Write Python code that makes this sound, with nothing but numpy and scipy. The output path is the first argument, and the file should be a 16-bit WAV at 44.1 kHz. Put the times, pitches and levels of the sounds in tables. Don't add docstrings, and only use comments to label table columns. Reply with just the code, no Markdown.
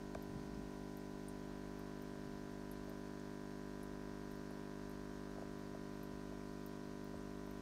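import sys
import numpy as np
from scipy import signal
from scipy.fft import rfft, irfft, next_fast_len
from scipy.io import wavfile
from scipy.ndimage import uniform_filter1d

SR = 44100
rng = np.random.default_rng(int(sys.argv[2]) if len(sys.argv) > 2 else 0)


def master_out(mix):
    frames = np.transpose(np.atleast_2d(mix))
    ceiling = np.clip(frames, -1, 1)
    pcm = np.round(ceiling * 32767).astype(np.int16)
    wavfile.write(sys.argv[1], SR, pcm)


def to_linear_factor(level_db):
    exponent = np.asarray(level_db, float) / 20
    return 10 ** exponent


N = 335601

# time in seconds, frequency in Hz.
MAINS_HZ = [(0, 50.014), (7.61, 50.001)]
BUZZ_DB = [-61.5, -67, -59, -56.4, -55.8, -56.7, -61.4, -57.5, -68.7, -75.5, -69, -67.2, -69.3, -68.8,
           -77.7, -76.7, -80, -90, -69.8, -66.4, -76.4, -82.7, -78.5, -75.5, -84.5, -77.6, -81.2, -76.7,
           -76.7, -75.4, -74.5, -73.8, -79.5, -84, -77.5, -78.8, -77.5, -80.5, -82, -91, -89, -96, -85, -90,
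           -85, -89, -88, -96, -93, -90, -90, -95, -93, -88, -100, -94, -91, -101, -98, -100, -87]
# frequency in Hz, level in dB.
RATTLE_TREND = [(3000, -91.5), (4200, -100.5), (6500, -99)]
CABINET_MULTIPLES = [11, 15, 17, 29]
LID_MULTIPLES = [28, 30]
# time in seconds, distance from its first place in cm.
CAMERA_DRIFT = [(0, -0.5), (.95, -0.3), (1.55, 2.5), (2.1, 3), (2.7, 3), (5.3, 6), (5.65, 8), (6.1, 9),
                (7.6, 9)]
CREST_MULTIPLES = (15, 17)
# first multiple, last multiple, share left in the node (0-1), crest level in dB.
NODE_MULTIPLES = [
    (21, 26, 0, 1),
    (32, 35, 0.4, .8),
]
# start in seconds, peak in dB, pitch in Hz, spray in dB.
SMALL_BUBBLES = [(0.2228, -52, 13200, -5), (0.9696, -49.5, 13100, -7), (1.283, -42.5, 8950, -9),
                 (1.7912, -54, 13900, -5), (2.0197, -53, 13900, -6), (2.5126, -64, 14000, -6),
                 (2.7135, -44.5, 11340, -12), (2.8438, -63, 13900, -6), (2.8947, -56, 13800, -1),
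                 (3.8301, -50.5, 11000, -9), (4.3105, -58, 13100, -6), (4.3179, -59, 12000, -4),
                 (4.3549, -59, 13500, -6), (4.5066, -58, 10950, -3), (4.7789, -71, 8600, -6),
                 (4.8932, -56, 12600, -6), (4.9114, -59, 11600, -6), (5.5866, -64, 14100, -6),
                 (5.9677, -64, 8550, -11), (6.0311, -50, 13100, -8), (6.6612, -48, 14200, -2),
                 (7.0418, -57, 15200, -4), (7.4638, -61, 13400, -6), (7.509, -55, 13700, -7)]
# start in seconds, peak in dB, pitch in Hz, spray in dB.
BIG_BUBBLES = [
    (.545, -53, 5050, -8),
    (3.196, -55.5, 6700, -4.5),
]
# time in seconds, knock in dB, boom in dB.
CASE_CREAKS = [(0.152, -38, -43), (1.44, -65, -56), (2.158, -56, -61.0), (2.185, -54, -64),
               (2.657, -61, -64.0), (2.881, -47.5, -59), (2.901, -53, -60), (2.918, -50, -66),
               (4.081, -55, -51), (4.509, -47, -61.0), (4.569, -50, -65), (4.595, -65, -67.0),
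               (5.107, -52, -65), (5.27, -52, -62.0), (5.363, -50, -56), (5.383, -43, -62),
               (5.423, -43, -54), (5.652, -53, -64), (5.748, -45, -55), (6.117, -53, -45),
               (6.323, -48.5, -61.0), (7.141, -45, -44), (7.476, -50, -61.0)]
# time in seconds, thud in dB.
FINGER_THUDS = [(0.284, -47), (.313, -58), (.352, -41), (0.375, -55), (.4, -55), (0.449, -54), (.5, -59),
                (.55, -58), (.66, -62), (2.25, -62), (4.52, -61), (5.704, -58), (6.0, -55)]
# start in seconds, length in seconds, level in dB.
FINGER_RUBS = [
    (0.327, 0.22, -55.5),
    (2.03, .05, -66),
    (2.25, .17, -64),
]
# frequency in Hz, level in dB.
KNOCK_COLOUR = [(40, -120), (150, -25), (330, -8), (480, -1), (660, 7.5), (780, -5), (900, -9), (1150, -9),
                (2000, -43), (4000, -120)]
BOOM_COLOUR = [(5, -120), (25, -40), (60, 11), (95, 1.5), (160, -5), (240, -17), (400, -36), (1000, -120)]
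THUD_COLOUR = [(5, -120), (25, -35), (60, -15), (110, 9), (200, 2), (330, -7), (500, -61), (1200, -120)]
SNAP_COLOUR = [(300, -120), (600, -40), (1150, 2), (1350, -9), (1600, 17), (1950, -10), (2400, 1),
               (3000, -23), (3600, -7), (4300, -11), (7000, -11), (11500, -20), (13000, -32), (15500, -44)]
RUB_COLOUR = [(5, -120), (20, -38), (33, 0), (65, 1), (95, -12), (130, -1), (200, -2.5), (320, -9.5),
              (450, -32), (1000, -120)]
# frequency in Hz, density in dB per Hz.
FIZZ_SPECTRUM = [(1500, -125), (2800, -112), (4200, -105), (6500, -107.5), (7600, -113.5), (8700, -111.5),
                 (10000, -118), (13500, -119), (15700, -124)]
# frequency in Hz, density in dB per Hz.
ROOM_SPECTRUM = [(14, -102), (26, -88.5), (38, -86), (66, -89.5), (150, -94.5), (380, -93), (460, -97),
                 (680, -96), (820, -99.5), (1100, -95), (1400, -104), (2700, -108), (5000, -125)]

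STROKE_START_S = 0.1705
SOUND_CM_PER_S = 34300


def along(points, hz):
    point_hz, value = np.transpose(points)
    return np.interp(np.log(hz + 1), np.log(point_hz + 1), value)


def curves(rows):
    s, *columns = np.transpose(rows)
    return [np.interp(np.arange(N) / SR, s, column) for column in columns]


def wobble(rate):
    knots = rng.standard_normal(200 * N // SR)
    return np.interp(np.arange(N) * min(rate, 150) / SR, np.arange(knots.size), knots)


def filtered(x, response):
    size = next_fast_len(len(x) + 8192)
    spectrum = rfft(x, size) * response(np.fft.rfftfreq(size, 1 / SR))
    return irfft(spectrum, size)[:len(x)]


def rush(spectrum, patchy_db):
    z = signal.stft(rng.standard_normal(N), nperseg=512)[2]
    patches = uniform_filter1d(rng.standard_normal(z.shape), size=5, axis=0)
    patches = uniform_filter1d(patches, size=6, axis=1)
    noise = signal.istft(z * to_linear_factor(patchy_db * patches / patches.std()), nperseg=512)[1][:N]
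    return filtered(noise / noise.std(), lambda hz: to_linear_factor(along(spectrum, hz)) * np.sqrt(SR / 2))


def mains_cycles():
    return STROKE_START_S + np.cumsum(curves(MAINS_HZ)[0]) / SR


def pump():
    cm, = curves(CAMERA_DRIFT)
    cycle = mains_cycles() + 0.0011 * (0.5 * wobble(3) + 0.67 * wobble(40))
    order = np.arange(1, 131)
    level = along(RATTLE_TREND, 50 * order) + 4 * rng.standard_normal(order.size)
    level[:len(BUZZ_DB)] = BUZZ_DB
    lag = 1.35 * (order >= 8) + 0.14 * np.maximum(order - 16, 0)
    lag[:2] = np.pi
    lag += np.where(order % 2, -1.1 * (order > 18), 0.55 * (order < 8))
    lag += 1.1 * np.isin(order, LID_MULTIPLES) - 2.8 * np.isin(order, CABINET_MULTIPLES)
    lag += np.clip(order / 12 - 3, 0, 2) * rng.standard_normal(order.size)
    out = np.zeros(N)
    for k, db, late in zip(order, level, lag):
        sway_db = np.clip(0.02 * k, 0.15, 1.3) * wobble(0.96)
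        gain = np.sqrt(2) * to_linear_factor(db + sway_db) * standing_wave(k, cm)
        out += gain * np.cos(2 * np.pi * k * cycle - late)
    return out


def standing_wave(k, cm):
    if CREST_MULTIPLES[0] <= k <= CREST_MULTIPLES[1]:
        return to_linear_factor(4 - 0.8 * cm)
    for first, last, leak, crest_db in NODE_MULTIPLES:
        if first <= k <= last:
            waves = k * MAINS_HZ[0][1] * cm / SOUND_CM_PER_S
            return to_linear_factor(crest_db) * np.hypot(np.sin(2 * np.pi * waves), leak)
    return 1


def motor():
    slip_hz, beat_top_s, motor_db = 0.87, 3.92, -73
    cycle = mains_cycles() - slip_hz * (np.arange(N) / SR - beat_top_s)
    return -np.sqrt(2) * to_linear_factor(motor_db) * np.cos(2 * np.pi * cycle)


def bubble_string():
    start_s, gap_s, first_db, loss_db = 7.155, 0.0088, -61, 1.1
    first_hz, rise_hz, spray_db = 8150, 140, -14
    return [(start_s + k * gap_s, first_db - k * loss_db, first_hz + k * rise_hz, spray_db) for k in range(5)]


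def bubbles():
    out = np.zeros(N + SR)
    t = np.arange(SR // 8) / SR
    rise = 1 - np.exp(-(t / 0.00096) ** 2)
    for s, db, hz, spray_db in SMALL_BUBBLES + BIG_BUBBLES + bubble_string():
        def near(f, share):
            return 1j * f * share * hz / (hz * hz - f * f + 1j * f * share * hz)

        def wide(f):
            bass_loss = np.sqrt(1 + (min(0.9 * hz, 8200) / (f + 1)) ** 16)
            return near(f, 0.71) ** 2 / bass_loss / (1 + (f / 15500) ** 8)

        ring = rise * to_linear_factor(-60 * t / 0.014) * np.sin(2 * np.pi * hz * t)
        spray = filtered(rise * to_linear_factor(-60 * t / 0.032) * rng.standard_normal(t.size), wide)
        walls = to_linear_factor(-60 * t / 0.094) * (1 - np.exp(-t / 0.0021)) * rng.standard_normal(t.size)
        echo = filtered(walls, lambda f: near(f, 0.037)) + to_linear_factor(-13) * filtered(walls, wide)
        burst = ring + to_linear_factor(spray_db + 4.5) * spray + to_linear_factor(-4.5) * echo
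        out[round(s * SR):][:t.size] += to_linear_factor(db + 0.5) * burst
    return out[:N]


def bending(colour, echo_s, echo_db):
    blow = np.zeros(SR // 8)
    blow[SR // 100] = 1
    blow[SR // 100 + round(echo_s * SR)] = to_linear_factor(echo_db)
    wave = filtered(blow, lambda hz: to_linear_factor(along(colour, hz)) * np.exp(-2j * np.pi * 1.6 * hz ** 0.3 + 2j))
    return wave / np.abs(wave).max()


def handling():
    out = np.zeros(N + SR)
    boom = bending(BOOM_COLOUR, 0.01, -12)
    thud = bending(THUD_COLOUR, 0.0076, -22)
    snap = bending(SNAP_COLOUR, 0.00083, -1)
    lead_s = 0.0127
    rebounds = rng.random((len(CASE_CREAKS), 2))
    for (s, knock_db, boom_db), (late, weak) in zip(CASE_CREAKS, rebounds):
        knock = bending(KNOCK_COLOUR, 0.00276 + 0.0026 * late, -9 - 6 * weak)
        creak = to_linear_factor(knock_db + 0.5) * knock + to_linear_factor(boom_db - 6) * boom
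        out[round((s - lead_s) * SR):][:creak.size] += creak
    for s, db in FINGER_THUDS:
        out[round((s - lead_s) * SR):][:thud.size] += to_linear_factor(db) * thud
    snap_s = CASE_CREAKS[0][0] - lead_s - 0.0017
    out[round(snap_s * SR):][:snap.size] += to_linear_factor(-43) * snap
    rub = rush(RUB_COLOUR, patchy_db=3.5)
    return out[:N] + dragging() * rub / rub.std()


def dragging():
    attack_db_per_s, release_db_per_s, rest_db = 485, 90, -77
    t = np.arange(N) / SR
    level = np.full(N, to_linear_factor(rest_db))
    for s, length, db in FINGER_RUBS:
        before, after = np.maximum(s - t, 0), np.maximum(t - s - length, 0)
        level += to_linear_factor(db - attack_db_per_s * before - release_db_per_s * after)
    return level


def fizz():
    return to_linear_factor(0.16 * wobble(6.9)) * rush(FIZZ_SPECTRUM, patchy_db=0.9)


def room_air():
    return to_linear_factor(0.8 * wobble(2)) * rush(ROOM_SPECTRUM, patchy_db=1.5)


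def scene():
    return (pump() + motor() + bubbles() + handling() + fizz() + room_air())[None]


def low_pass(x):
    return signal.sosfilt(signal.butter(12, 15790, fs=SR, output="sos"), x)


def record(dry):
    mix = filtered(dry[0], lambda hz: hz < 15760)[None]
    return low_pass(mix)


dry = scene()
out = record(dry)
master_out(out)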